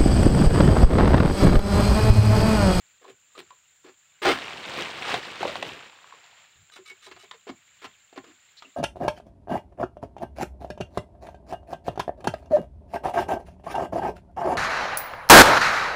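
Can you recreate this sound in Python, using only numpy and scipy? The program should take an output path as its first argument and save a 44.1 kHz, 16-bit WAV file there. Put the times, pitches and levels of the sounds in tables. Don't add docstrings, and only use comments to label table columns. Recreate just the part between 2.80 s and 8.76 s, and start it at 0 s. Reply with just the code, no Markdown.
import sys
import numpy as np
from scipy import signal
from scipy.fft import rfft, irfft, next_fast_len
from scipy.io import wavfile

SR = 44100
rng = np.random.default_rng(int(sys.argv[2]) if len(sys.argv) > 2 else 0)


def log_audio(samples):
    frames = np.atleast_2d(samples).T
    limited = np.clip(frames, -1, 1)
    pcm = np.round(limited * 32767).astype(np.int16)
    wavfile.write(sys.argv[1], SR, pcm)


N = 262836
TIME_S = np.arange(N) / SR

# t/s, entry/s, give/s, entry re give/dB, crunch/dB, crackle/dB, woody ring/dB, stalk thud/dB, thud f/Hz
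PULLS = [(0.214, 0.066, 0.025, -5.5, -52.5, -61, -55.5, -50.5, 356),
         (0.551, 0.027, 0.023, -9, -46, -48, -73, -47, 357),
         (1.042, 0.022, 0.035, -3, -54.5, -76, -60, -58, 370),
         (1.419, 0.033, 0.06, -8.5, -20.5, -33.5, -23, -24.5, 337.7),
         (4.31, 0.0035, 0.011, -7.5, -45, -83, -59.5, -50, 348),
         (4.36, 0.0041, 0.012, -11, -52, -85, -52.5, -59, 380),
         (4.529, 0.0057, 0.016, -21, -54, -83, -58, -59, 443),
         (4.669, 0.024, 0.0098, -5, -42, -69, -43.5, -36.5, 298),
         (5.018, 0.0262, 0.014, -6, -40, -54, -43, -47.5, 347),
         (5.325, 0.0016, 0.0097, -21, -55.5, -77, -53, -54, 332),
         (5.36, 0.016, 0.0086, -8.5, -40.5, -62, -41.5, -39, 285),
         (5.44, 0.0061, 0.065, 7.5, -59, -76, -68, -59.5, 307),
         (5.845, 0.0042, 0.043, 4, -66, -82, -70, -64, 269)]
# t/s, ring time/s, crack/dB, body/dB, body f/Hz
CONTACTS = [(0.247, 0.015, -62, -54, 780), (0.578, 0.0073, -51, -46, 433), (1.046, 0.044, -63, -52.5, 345),
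            (0.705, 0.015, -58.5, -48, 1020), (1.588, 0.0028, -39, -35, 1190),
            (2.022, 0.0031, -43, -28, 3270), (2.341, 0.018, -27, -30, 716), (2.608, 0.011, -40, -33.5, 406),
            (2.63, 0.0087, -38.5, -23, 680), (2.651, 0.011, -64, -24, 510),
            (2.677, 0.04, -37.5, -36.5, 605), (2.756, 0.0081, -34.5, -32.5, 705),
            (2.826, 0.011, -30, -31, 670), (3.243, 0.0087, -68, -48, 1080),
            (3.324, 0.007, -60, -42.5, 1060), (3.899, 0.0068, -57.5, -57, 1570),
            (3.988, 0.031, -63, -52, 367), (4.512, 0.013, -40.5, -67, 1030),
            (5.823, 0.019, -48.5, -52, 1226)]
# t/s, rasp/dB, steel ring/dB, snag crunch/dB, snag thud/dB
SLIDES = [(3.92, -51.5, -63, -48.5, -64.5), (4.058, -49.5, -50, -51, -62), (4.225, -51, -59, -52, -53),
          (4.393, -53.5, -63, -56, -57)]
# t/s, length/s, f/Hz, width/Hz, level/dB
BLADE_SQUEAKS = [(0.245, 0.0072, 1070, 80, -51.5), (0.55, 0.012, 1210, 83, -52),
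                 (5.771, 0.026, 4070, 608, -51), (5.851, 0.0065, 2710, 160, -50)]
# t/s, length/s, f/Hz, level/dB
SOFT_BUMPS = [(0.313, 0.012, 112, -71), (3.756, 0.082, 80, -64)]
# t/s, leaflets/dB, heavy stem/dB
FROND_SWEEP = [(1.575, -36.5, -51), (1.839, -38, -49.5), (2.001, -30.5, -37.5), (2.127, -37.5, -50.5),
               (2.251, -32.5, -44.5), (2.317, -25, -38.5), (2.351, -30, -34.5), (2.413, -37.5, -49),
               (2.589, -41, -50.5), (2.613, -34, -38.5), (2.629, -35, -45), (2.743, -37, -42.5),
               (2.757, -35, -45), (2.81, -45, -45)]
FROND_SETTLE = [(2.87, -38.5, -44), (3.176, -54, -70.5), (3.34, -52, -72.5), (3.366, -54.5, -67),
                (3.652, -57, -92), (3.72, -76, -78)]

# f/Hz, width/Hz, level/dB
STALK_POLE_MODES = [(1060, 40, 5.5), (1233, 21, 13), (1328, 96, -2.5), (1480, 35, 10), (1700, 120, -0.5),
                    (1750, 31, -15), (2108, 28, 5.5), (2340, 30, -22), (2640, 22, -6.5), (3220, 55, -7),
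                    (4040, 150, 1.5), (4960, 50, -11.5)]
CUT_STALK_MODES = [(520, 44, -7.5), (537, 61, 2.5), (631, 43, 1), (770, 35, 2.5), (846, 14, -11.5)]
NEXT_STALK_MODES = [(634, 114, -6.5), (752, 140, -0.5), (1020, 39, -7)]
STEEL_MODES = [(1260, 34, 6.5), (2950, 18, 10.5), (3550, 23, 2), (3570, 25, 6), (3900, 56, 5),
               (6240, 41, -13), (8360, 130, -5.5)]

# f/Hz, level/dB
FIBRE_COLOUR = [(300, -15.5), (700, 2.5), (1000, -0.5), (2000, -0.5), (3000, -2.5), (4000, -3.5),
                (5500, -16), (8000, -21.5), (10000, -37)]
CRACKLE_COLOUR = [(2000, -32), (4000, 20), (6000, -2), (8500, 5.5), (9800, -19), (12000, -12), (15500, -8)]
CRACK_COLOUR = [(300, -7), (1000, 12), (2200, 7), (4000, 6.5), (5500, -9.5), (8000, -10.5), (10000, -25),
                (15500, -47)]
RASP_COLOUR = [(250, -27), (450, 2.5), (750, -27.5), (1300, 9), (2500, 6), (3800, 3.5), (5500, 1.5),
               (7500, -3), (8700, -6), (10000, -16), (15500, -24)]
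LEAFLET_COLOUR = [(200, -33), (450, -8.5), (700, -1), (1100, -1), (1600, -1.5), (2700, -0.5), (3800, -5.5),
                  (5200, -13.5), (6500, -19), (8500, -20), (10000, -32.5), (12500, -41), (15500, -34)]
STEM_COLOUR = [(25, -34.5), (45, -25), (70, -3), (130, 3), (220, 2), (380, 5), (550, 6), (900, -32)]
GROVE_COLOUR = [(25, -32.5), (70, -1), (140, -1), (300, -13), (700, -6.5), (950, -6), (1400, 0.5),
                (2700, 2.5), (4000, -1.5), (5500, -14), (8000, -19), (10000, -35), (15500, -22.5)]
INSECT_COLOUR = [(4500, -27.5), (6200, -23.5), (6700, -10), (7100, -5), (7350, -0.5), (7600, -14.5),
                 (8000, -21), (8500, -21.5), (9500, -35), (13000, -45), (14200, -27), (15000, -25),
                 (15800, -24)]

NEXT_STALK_S = 3.8
ENTRY_HZ, FLEX_HZ = 424, 244
ENTRY_THUD_DB, ENTRY_WOOD_DB = -1.5, -9
FLEX_DB, FLEX_DB_PER_S = -16.5, 142
WEIGHT_DB = -19.5
TEAR_OUT_SHARE = 0.49
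CRUNCH_TRIM_DB, CRACKLE_TRIM_DB, WOOD_TRIM_DB = 0.215, -1.5, -0.5
CRACK_TRIM_DB, BODY_TRIM_DB = 0.29, -0.6
RECOIL_S, RECOIL_DB, RECOIL_PITCH = 0.015, -22.5, 0.441
SLIDE_S, SNAG_S, SNAG_HZ = 0.0415, 0.018, 389
SNAG_CRACKLE_DB, SNAG_WOOD_DB = -6, 0
BLADE_HZ = 2227
RASP_TRIM_DB, STEEL_TRIM_DB = -0.8, -4.0
LEAFLETS_TRIM_DB, STEM_TRIM_DB = -1.2, 0.3
AT_REST_S, TIPS_HZ = 3.06, 480
GROVE_DB, INSECTS_DB = -65.5, -63.5
STIRRED_DB, STIRRED_FROM_S, CALMING_DB_PER_S = -63.5, 1.6, 0.7
SWAY_S, SWAY_DB = 0.717, 2.0
EARLY_T60_S, GROVE_T60_S = 0.12, 0.23
CUTOFF_HZ = 15700


def bites():
    fibres = snaps(per_s=2800, spread_db=0.5) * from_db(2.0 * drift(250))
    stalk_ring = rms_one(ringing(fibres, STALK_POLE_MODES))
    crunch = rms_one(coloured(fibres, FIBRE_COLOUR) + from_db(-5.0) * stalk_ring)
    uneven = from_db(2.2 * drift(400) + 1.5 * drift(70))
    crackle = coloured(fibres * uneven, CRACKLE_COLOUR)
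    cut_wood = ringing(fibres, CUT_STALK_MODES)
    next_wood = ringing(fibres, NEXT_STALK_MODES)
    wood = np.where(TIME_S < NEXT_STALK_S, cut_wood, next_wood)
    weight = rms_one(resonance(resonance(fibres, 105, 130), 96, 200))
    stiff = resonance(resonance(fibres, ENTRY_HZ, 95), ENTRY_HZ, 520)
    out = np.zeros(N)
    for row in list(PULLS) + snags():
        start, entry_s, give_s, entry_db, crunch_db, crackle_db, wood_db, thud_db, thud_hz = row
        entry = stroke(start, entry_s, rise=0.0025, fade=0.0035)
        bite_in = from_db(crunch_db) * crunch + from_db(crackle_db) * crackle
        out += from_db(entry_db) * entry * bite_in
        entry_thud_db = thud_db + entry_db
        out += at_level(stiff * entry, start, entry_s + 0.0043, entry_thud_db + ENTRY_THUD_DB)
        out += at_level(wood * entry, start, entry_s + 0.003, entry_thud_db + ENTRY_WOOD_DB)

        give = start + entry_s
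        pull = stroke(give, give_s, rise=0.13 * give_s, fade=TEAR_OUT_SHARE * give_s)
        sway = stroke(give, give_s, rise=0.003, fade=0.0036)
        thud = resonance(resonance(fibres * sway, thud_hz, 55), thud_hz, 570)
        flex = resonance(resonance(fibres * pull, FLEX_HZ, 110), FLEX_HZ, 480)
        mean_db = (thud_db + crunch_db) / 2
        out += at_level(crunch * pull, give, give_s, crunch_db + CRUNCH_TRIM_DB)
        out += from_db(crackle_db + CRACKLE_TRIM_DB) * crackle * pull
        out += at_level(wood * sway, give, give_s, wood_db + WOOD_TRIM_DB)
        out += at_level(thud, give, give_s, thud_db)
        out += at_level(flex, give, give_s, mean_db + FLEX_DB + FLEX_DB_PER_S * give_s)
        heave = stroke(give + 0.012, give_s, rise=0.0082, fade=0.034)
        out += from_db(mean_db + WEIGHT_DB) * weight * heave
    return out


def snags():
    return [(s + SLIDE_S - 0.004, 0.004, SNAG_S, -8, crunch_db, crunch_db + SNAG_CRACKLE_DB,
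             thud_db + SNAG_WOOD_DB, thud_db, SNAG_HZ)
            for s, _, _, crunch_db, thud_db in SLIDES]


def knocks():
    contact = snaps(per_s=7400, spread_db=1.5)
    crack = coloured(contact, CRACK_COLOUR)
    out = np.zeros(N)
    for s, ring_s, crack_db, body_db, body_hz in CONTACTS:
        blow = stroke(s, 0, rise=0.00032, fade=0.38 * ring_s)
        force = contact * blow
        force[int(s * SR)] += 4
        width_hz = 1.26 / ring_s
        body = resonance(resonance(force, body_hz, width_hz), body_hz, 8.2 * width_hz)
        out += at_level(crack * blow, s, ring_s, crack_db + CRACK_TRIM_DB)
        out += at_level(body, s, ring_s, body_db + BODY_TRIM_DB)
        swing = contact * stroke(s + RECOIL_S, 0, rise=0.016, fade=0.011)
        recoil_hz = RECOIL_PITCH * body_hz
        recoil = resonance(resonance(swing, recoil_hz, 140), recoil_hz, 450)
        out += at_level(recoil, s + RECOIL_S, 0.054, body_db + RECOIL_DB)
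    return out


def scrapes():
    slips = snaps(per_s=2800, spread_db=-0.5) * from_db(5.1 * drift(180))
    steel = rms_one(ringing(slips, STEEL_MODES))
    rasp = rms_one(coloured(slips, RASP_COLOUR) + from_db(-0.5) * steel)
    out = np.zeros(N)
    for s, rasp_db, ring_db, _, _ in SLIDES:
        slide = stroke(s, SLIDE_S, rise=0.014, fade=0.011)
        out += at_level(rasp * slide, s, SLIDE_S, rasp_db + RASP_TRIM_DB)
        ring = resonance(resonance(slips * slide, BLADE_HZ, 25), BLADE_HZ, 200)
        out += at_level(ring, s, SLIDE_S, ring_db + STEEL_TRIM_DB)
    return out


def squeaks():
    out = np.zeros(N)
    for s, length_s, hz, width_hz, db in BLADE_SQUEAKS:
        tone = resonance(resonance(rng.standard_normal(N), hz, width_hz), hz, 3 * width_hz)
        out += at_level(tone * stroke(s, length_s, rise=0.0078, fade=0.003), s, length_s, db)
    return out


def falling_frond():
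    leaflets, stem = gains(np.vstack([FROND_SWEEP, FROND_SETTLE]))
    brush = rms_one(rng.standard_normal(N) + from_db(-3.5) * snaps(per_s=3000, spread_db=-4))
    taps = leaf_taps(per_s=3500, spread_db=2.5, sharpness=30)
    ticks = leaf_taps(per_s=220, spread_db=2.2, sharpness=5)
    contacts = brush + from_db(-9.5) * taps + from_db(-7.5) * ticks
    rustle = coloured(contacts, LEAFLET_COLOUR) * from_db(1.1 * drift(90))
    tips = signal.sosfilt(signal.butter(3, TIPS_HZ, "high", fs=SR, output="sos"), rustle)
    rustle = np.where(TIME_S < AT_REST_S, rustle, tips)
    rumble = coloured(snaps(per_s=1000, spread_db=4.5), STEM_COLOUR)
    return from_db(LEAFLETS_TRIM_DB) * leaflets * rustle + from_db(STEM_TRIM_DB) * stem * rumble


def leaf_taps(per_s, spread_db, sharpness):
    taps = snaps(per_s, spread_db)
    dealt = rng.integers(0, 24, N)
    pitches_hz = np.geomspace(550, 7000, 24)
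    return rms_one(sum((-1) ** k * resonance(taps * (dealt == k), hz, hz / sharpness)
                       for k, hz in enumerate(pitches_hz)))


def low_bumps():
    air = rng.standard_normal(N)
    out = np.zeros(N)
    for s, length_s, hz, db in SOFT_BUMPS:
        push = air * stroke(s, length_s, rise=0.015, fade=0.0099)
        out += at_level(resonance(resonance(push, hz, 46), hz, 69), s, length_s, db)
    return out


def grove():
    stirring = rng.standard_normal(N) + from_db(-8.0) * leaf_taps(per_s=1100, spread_db=3.5, sharpness=25)
    insects = coloured(rng.standard_normal(N), INSECT_COLOUR) * from_db(1.1 * drift(56))
    since_s = TIME_S - STIRRED_FROM_S
    crown = (since_s > 0) * from_db(STIRRED_DB - CALMING_DB_PER_S * since_s)
    sway_db = SWAY_DB * np.cos(2 * np.pi * TIME_S / SWAY_S) + 0.5 * drift(6.1)
    breeze = np.hypot(from_db(GROVE_DB), crown) * from_db(sway_db)
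    return breeze * coloured(stirring, GROVE_COLOUR) + from_db(INSECTS_DB) * insects


def echoes(x, early_db, late_db):
    t = TIME_S[:SR]
    decay = from_db(early_db - 60 * t / EARLY_T60_S) + from_db(late_db - 60 * t / GROVE_T60_S)
    response = rng.standard_normal(SR) * decay * (t > 0.008)
    scattered = signal.fftconvolve(x, response)[:N]
    return signal.sosfilt(signal.butter(1, 4000, fs=SR, output="sos"), scattered)


def stroke(start, length, rise, fade):
    t = TIME_S - start
    build = np.clip(t / rise + 0.5, 0, 1)
    return build * np.exp(-np.clip((t - length) / fade, 0, 50))


def at_level(x, start, length, db):
    held = x[int(start * SR):int((start + length) * SR) + 2]
    return x * from_db(db) / np.sqrt(np.mean(held ** 2) + 1e-20)


def snaps(per_s, spread_db):
    sizes = from_db(spread_db * np.minimum(rng.exponential(1, N), 4)) * rng.choice([-1, 1], N)
    return rms_one(sizes * (rng.random(N) < per_s / SR))


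def resonance(x, hz, width):
    r = np.exp(-np.pi * width / SR)
    zeros = np.array([1, 0, -1]) * (1 - r * r) / 2
    poles = [1, -2 * r * np.cos(2 * np.pi * hz / SR), r * r]
    return signal.lfilter(zeros, poles, x + 1e-18)


def ringing(x, modes):
    return sum(from_db(db) * (-1) ** k * resonance(x, hz, width)
               for k, (hz, width, db) in enumerate(modes))


def coloured(x, spectrum):
    size = 2 * next_fast_len(N // 2 + 4096)
    hz, db = np.transpose(spectrum)
    bins_hz = np.arange(size // 2 + 1) * SR / size
    log_gain = np.log(from_db(np.interp(np.log(bins_hz + 1), np.log(hz), db)))
    cepstrum = irfft(log_gain)[:size // 2]
    response = np.exp(rfft(2 * cepstrum, size))
    return rms_one(irfft(rfft(x, size) * response)[:N])


def drift(rate):
    knots = rng.standard_normal(4000)
    return np.interp(TIME_S * rate, np.arange(len(knots)), knots)


def gains(rows):
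    s, *columns = np.transpose(rows)
    knots_s = np.r_[s[0] - 0.03, s, s[-1] + 0.2]
    return [from_db(np.interp(TIME_S, knots_s, np.r_[-100, c, -100])) for c in columns]


def rms_one(x):
    return x / np.sqrt(np.mean(x ** 2) + 1e-20)


def from_db(db):
    return 10 ** (np.asarray(db) / 20)


def scene():
    work = bites() + knocks() + scrapes() + squeaks()
    work_echoes = echoes(work, early_db=-32.5, late_db=-53)
    return (work + work_echoes + falling_frond() + low_bumps() + grove())[None]


def record(dry):
    return signal.sosfilt(signal.ellip(10, 0.1, 70, CUTOFF_HZ, fs=SR, output="sos"), dry)


dry = scene()
out = record(dry)
log_audio(out)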